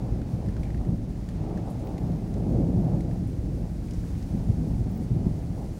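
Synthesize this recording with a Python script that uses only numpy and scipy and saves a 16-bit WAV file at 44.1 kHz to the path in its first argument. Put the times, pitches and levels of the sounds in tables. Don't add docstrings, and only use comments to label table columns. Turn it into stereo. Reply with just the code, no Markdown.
import sys
import numpy as np
from scipy import signal
from scipy.fft import rfft, irfft
from scipy.io import wavfile
from scipy.ndimage import uniform_filter1d

SR = 44100
rng = np.random.default_rng(int(sys.argv[2]) if len(sys.argv) > 2 else 0)


def rack_gain(trim_db):
    fader = np.asarray(trim_db, float)
    return 10 ** (fader / 20)


def put_to_file(sound):
    columns = np.atleast_2d(sound).T
    safe = np.clip(columns, -1, 1)
    whole_steps = np.round(safe * 32767)
    wavfile.write(sys.argv[1], SR, whole_steps.astype(np.int16))


N = 255339
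HZ = np.maximum(np.fft.rfftfreq(N, 1 / SR), 1)
T = np.arange(N) / SR


def rms_one(x):
    return x / np.sqrt(np.mean(x ** 2) + 1e-20)


def in_time(rows):
    s, *columns = np.transpose(rows)
    return [np.interp(T, s, column) for column in columns]


def over_hz(points):
    hz, db = np.transpose(points)
    return rack_gain(np.interp(np.log(HZ), np.log(hz), db))


def colour(x, gain):
    return irfft(rfft(x) * gain, N)


def drift(rate):
    knots = rng.standard_normal(int(N / SR * 40) + 2)
    return np.interp(T * rate, np.arange(len(knots)), knots)


def resonate(x, hz, width_hz):
    radius = np.exp(-np.pi * width_hz / SR)
    top = (1 - radius ** 2) / 2
    poles = [1, -2 * radius * np.cos(2 * np.pi * hz / SR), radius ** 2]
    return signal.lfilter([top, 0, -top], poles, x + 1e-18)


def panned(x, left_db):
    return x * rack_gain(np.array([[left_db / 2], [-left_db / 2]]))


def evened(x, share, over_s):
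    power = uniform_filter1d(np.mean(x ** 2, axis=0), size=max(int(over_s * SR), 1))
    return rms_one(x / (np.abs(power) + 1e-20) ** (share / 2))


def shocks():
    shocks_per_s, spread_db = 1600, 2.5
    sizes = rack_gain(spread_db * np.minimum(rng.exponential(1, N), 4))
    signs = rng.choice([-1, 1], N)
    arrives = rng.random(N) < shocks_per_s / SR
    return rms_one(sizes * signs * arrives)


def levels():
    # (time [s], body [dB], deep part over body [dB], bright part over body [dB],
    # top edge over body [dB])
    roll = [(0.0, -35.5, 0.5, -5, -13), (0.76, -35, -0.5, -9.5, -8.5), (1.05, -34.5, 1.5, -6.5, -17),
            (1.26, -36.5, 2.5, -16, -15.5), (1.5, -34, -1.5, -7.5, -8), (2.19, -35.5, 0, -9, -19),
            (2.61, -25.5, -4, -4, -17), (3.26, -34, -3.5, -6.5, -17.5), (3.55, -33, -1.5, -4, -19.5),
            (3.82, -36.5, 1.5, -6.5, -16.5), (4.15, -33, 0.5, -11.5, -18), (4.58, -33, -0.5, -12, -13.5),
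            (4.97, -33.5, -3, -10.5, -13.5), (5.31, -33.5, -0.5, -5.5, -16.5), (5.73, -35.5, -1, -8.5, -19),
            (5.79, -39.5, -14, -6, -11)]
    # (time of the crest [s], level [dB], centre [Hz], length [ms])
    booms = [(.05, -27.5, 144, 33), (.05, -41, 750, 75), (.14, -26, 56, 63), (.2, -41, 420, 20),
             (.35, -28, 110, 49), (0.877, -26, 246, 24), (0.931, -28.5, 200, 23), (2.8, -43, 450, 49),
             (3.09, -37, 497, 99), (3.5, -45, 394, 42), (.48, -27, 127, 44), (0.611, -23, 50.7, 38),
             (.78, -22.5, 70, 31), (0.899, -21, 129, 32), (1.42, -29.5, 170, 28), (1.52, -42, 700, 31),
             (1.6, -29.5, 163, 35), (1.68, -39, 700, 56), (1.85, -41, 700, 62), (2.0, -36.5, 484, 320),
             (2.09, -28, 112, 97), (2.4, -41, 503, 37), (2.57, -29, 69.5, 130), (2.6, -32, 198, 53),
             (2.63, -41, 850, 40), (.42, -38, 520, 85), (2.6, -42, 400, 49), (.82, -43, 700, 40),
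             (.99, -20, 75, 10), (2.51, -26, 120, 14), (3.63, -47, 645, 74), (2.47, -23.5, 252, 13),
             (2.69, -44, 298, 23), (5.2, -38, 487, 60), (4.85, -45, 453, 51), (2.67, -39, 704, 19),
             (2.56, -39, 650, 40), (2.93, -41, 700, 70), (2.47, -43.5, 750, 29), (2.37, -41.5, 800, 22),
             (2.78, -20.5, 152, 48), (2.95, -23, 171, 55), (3.03, -36, 55.5, 37), (3.21, -28, 155, 83),
             (3.4, -31, 51, 130), (3.48, -26, 145, 24), (3.99, -23, 55.5, 13), (4.349, -25.5, 188, 40),
             (4.5, -19, 137, 30), (4.63, -27.5, 198, 110), (4.68, -26.5, 170, 21), (4.81, -28, 110, 15),
             (5.01, -29, 170, 23), (4.78, -21.5, 71, 88), (5.15, -23.5, 119, 59), (5.267, -21.5, 138, 44),
             (5.27, -41, 750, 18), (5.5, -28.5, 100, 25), (5.6, -44, 750, 67)]
    part_hz = (52, 110, 200, 400, 750)
    upper_body_db = 0.2
    lumps_db, lumps_per_s = 2, 7
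    flutter_db, flutter_per_s = 2, 13
    rise_share = 0.76
    spill_db_per_octave = 14

    body_db, deep_db, bright_db, edge_db = in_time(roll)
    chance_db = lumps_db * np.array([drift(lumps_per_s) for _ in part_hz])
    chance_db[3:] += flutter_db * np.array([drift(flutter_per_s), drift(flutter_per_s)])
    over_body_db = np.array([deep_db, 0 * T, 0 * T, bright_db, edge_db])
    power = rack_gain(body_db + over_body_db + chance_db) ** 2
    power[1:3] *= rack_gain([[-upper_body_db], [upper_body_db]]) / 2
    for s, db, hz, ms in booms:
        since = (T - s) * 1000 / ms
        swell = np.exp(-2 * np.where(since < 0, since / rise_share, since) ** 2)
        spill_db = spill_db_per_octave * np.abs(np.log2(np.array(part_hz) / hz))
        power = power + np.outer(rack_gain(db - spill_db) ** 2, swell)
    return np.sqrt(power)


def thunder():
    # (frequency [Hz], gain [dB])
    shock_colour = [(12, -47), (22, -9), (34, 2), (48, 3.5), (80, -1.5), (111, 0.5), (141, -3.5), (172, -1),
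                    (225, -7), (323, -9.5), (387, -13.5), (783, -22), (1010, -35.5), (1500, -46),
                    (1950, -90), (3300, -120)]
    # (time [s], delay at the left microphone [ms])
    left_late = [(0, 0.94), (1.2, 0.91), (1.7, 0.9), (2.6, 1.06), (4.3, 1.07), (4.7, 1), (5.79, 0.97)]
    # (frequency [Hz], level over direct [dB])
    scatter = [(60, -41), (250, -12.5), (600, 1), (1200, -0.5)]
    echo_ms, echo_db, echo_top_hz = 17.42, -15.5, 217
    borders_hz = (86.5, 155.7, 291, 453)

    direct = colour(shocks(), over_hz(shock_colour))
    late = np.interp(T - in_time(left_late)[0] / 1000, T, direct)
    scattered = colour(np.array([shocks(), shocks()]), over_hz(shock_colour) * over_hz(scatter))
    echo_gain = rack_gain(echo_db) / (1 + (HZ / echo_top_hz) ** 2)
    echo = 1 + echo_gain * np.exp(-2j * np.pi * HZ * echo_ms / 1000)
    air = colour(np.array([late, direct]) + scattered, echo)

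    above = [1 / (1 + (hz / HZ) ** 6) for hz in borders_hz]
    shares = -np.diff([1 + 0 * HZ, *above, 0 * HZ], axis=0)
    parts = [evened(colour(air, share), share=0.62, over_s=0.077) for share in shares]
    return sum(gain * part for gain, part in zip(levels(), parts))


def hiss():
    # (frequency [Hz], gain [dB])
    hiss_colour = [(530, -29), (900, -3.5), (1160, -6.5), (1780, -8.5), (2030, -8.5), (3240, -13.5),
                   (4750, -12), (6400, -14.5), (7840, -18), (9390, -17), (11500, -22), (15100, -23.5),
                   (15700, -22.5)]
    # (time [s], level before a fixed lift [dB], treble over level [dB])
    night = [(0.0, -59.5, -2), (0.58, -59.5, -1), (0.98, -62, -0.5), (1.35, -58.5, -3), (3.72, -61, 1.5),
             (4.11, -58.5, 1.5), (4.51, -60, 1.5), (5.13, -60, 0), (5.79, -60.5, 3)]
    lift_db, border_hz = 4.0, 5000

    level_db, treble_db = in_time(night)
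    noise = rms_one(colour(rng.standard_normal((2, N)), over_hz(hiss_colour) * (HZ > 500)))
    upper = colour(noise, 1 / (1 + (border_hz / HZ) ** 4))
    lower = noise - upper
    shared_db = 0.059 * drift(18.0)
    lower_gain = rack_gain(shared_db + 0.045 * drift(10.0))
    upper_gain = rack_gain(treble_db + shared_db + 1.1 * drift(28.0))
    return rack_gain(level_db + lift_db) * (lower * lower_gain + upper * upper_gain)


def ticks():
    # (time [s], level before a fixed trim [dB], ring [Hz], left over right [dB],
    # broad snap over ring [dB])
    tick_rows = [(.2167, -54, 1580, 5, 6), (0.461, -55, 1710, 1, 5), (.486, -54, 1720, 4, 8),
                 (0.5658, -49, 1580, 9, 3), (0.654, -52, 2250, 3, -4), (.704, -47, 1900, 2, -2),
                 (0.7454, -48, 1800, -3, -7), (0.775, -56, 1920, 9, 4), (.8497, -60, 1840, 1, 11),
                 (1.288, -52, 1800, 2, 11.5), (1.5747, -48, 1690, 5, 2), (1.7943, -54, 8700, 7.5, 3),
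                 (1.8713, -55.5, 2140, -3, 10), (1.9802, -53, 2020, -2, 14), (2.34, -56.5, 1940, -3, 15.5),
                 (2.118, -62, 6000, 4, 13), (2.381, -58, 8900, 10, -12), (3.0065, -55.5, 2130, -2, 15),
                 (3.112, -51.5, 1770, 6, 3), (3.272, -53, 9900, 6, -14), (3.553, -60, 10900, 3, -14),
                 (3.909, -48.5, 5100, 2, 7.5), (4.038, -56, 1610, 3, -12), (4.18, -51, 6270, 2, -10),
                 (4.226, -55, 5100, 1, 12), (3.885, -55, 2390, 4, -6)]
    # (time [s], level before a fixed trim [dB], ring [Hz], left over right [dB],
    # broad snap over ring [dB])
    rustle_rows = [(.4905, -57, 1700, 4, -4), (.6321, -51, 2250, 9, 9), (.6705, -56, 1800, 4, -8),
                   (1.6995, -52, 10200, 6, -6), (3.9345, -49, 6100, 3, -8)]
    tick_t60_s, rustle_t60_s, snap_t60_s = 0.06, 0.17, 0.025
    ring_width_share, rise_s = 0.3, 0.0007
    knock_db, knock_cycles = 15, 20
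    trim_db = -4.0

    out = np.zeros((2, N + SR))
    t = T[:SR // 8]
    rows = [(*row, tick_t60_s) for row in tick_rows] + [(*row, rustle_t60_s) for row in rustle_rows]
    for s, level_db, hz, left_db, snap_db, t60_s in rows:
        noise = rng.standard_normal((2, 2, len(t)))
        ring = rms_one(resonate(noise[0], hz, ring_width_share * hz)) * rack_gain(-60 * t / t60_s)
        knock = rack_gain(knock_db - 60 * t * hz / knock_cycles) * np.sin(2 * np.pi * hz * t)
        broad = rms_one(resonate(resonate(noise[1], 2600, 3300), 3600, 11000))
        snap = broad * rack_gain(snap_db - 60 * t / snap_t60_s)
        tick = rack_gain(level_db + trim_db) * (ring + knock + snap) * np.minimum(t / rise_s, 1)
        at = round(s * SR)
        out[:, at:at + len(t)] += panned(tick, left_db)
    return out[:, :N]


def insect():
    # (time, one length ahead of the crest [s], level before a fixed trim [dB], length [ms])
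    stroke_rows = [(1.8447, -53, 8), (1.8602, -49, 8), (1.877, -55, 10), (4.9082, -49, 6), (4.9347, -52, 6),
                   (4.9526, -46, 6), (4.9701, -43, 6)]
    pitch_hz, width_hz, trim_db = 15500, 1500, -6

    strokes = np.zeros(N)
    for s, level_db, ms in stroke_rows:
        from_crest = (T - s) * 1000 / ms - 1
        strokes += rack_gain(level_db + trim_db) * np.exp(-4 * from_crest ** 2)
    noise = resonate(rng.standard_normal((2, N)), pitch_hz, width_hz)
    noise = rms_one(resonate(noise, pitch_hz, width_hz))
    return panned(strokes * noise, 1.5)


def trill():
    # (time [s], level [dB])
    swell = [(1.93, -75), (1.99, -64), (2.12, -64), (2.3, -74)]
    strokes_per_s, pitch_hz, width_hz = 95, 13000, 1600

    strokes = np.maximum(np.cos(2 * np.pi * strokes_per_s * (T - 2.001)), 0) ** 6.0
    noise = rms_one(resonate(rng.standard_normal((2, N)), pitch_hz, width_hz))
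    sounding = (T > swell[0][0]) & (T < swell[-1][0])
    return panned(rack_gain(in_time(swell)[0]) * sounding * strokes * noise, 7.0)


def scene():
    # (frequency [Hz], left over right [dB])
    left_over_right = [(60, 5.5), (120, 3.5), (240, 4.5), (480, 4.5), (950, 5), (1890, 6), (3770, 1),
                       (7520, 7), (15000, 0.5)]
    tilt = np.sqrt(over_hz(left_over_right))
    far = colour(thunder() + hiss(), np.array([tilt, 1 / tilt]))
    return far + ticks() + insect() + trill()


def roll_off(x):
    return signal.sosfilt(signal.butter(12, 16780, fs=SR, output="sos"), x)


def record(dry):
    microphone_low_hz, top_hz = 33.3, 15830
    passed = (HZ < top_hz) / np.sqrt(1 + (microphone_low_hz / HZ) ** 4)
    return roll_off(colour(dry, passed))


dry = scene()
out = record(dry)
put_to_file(out)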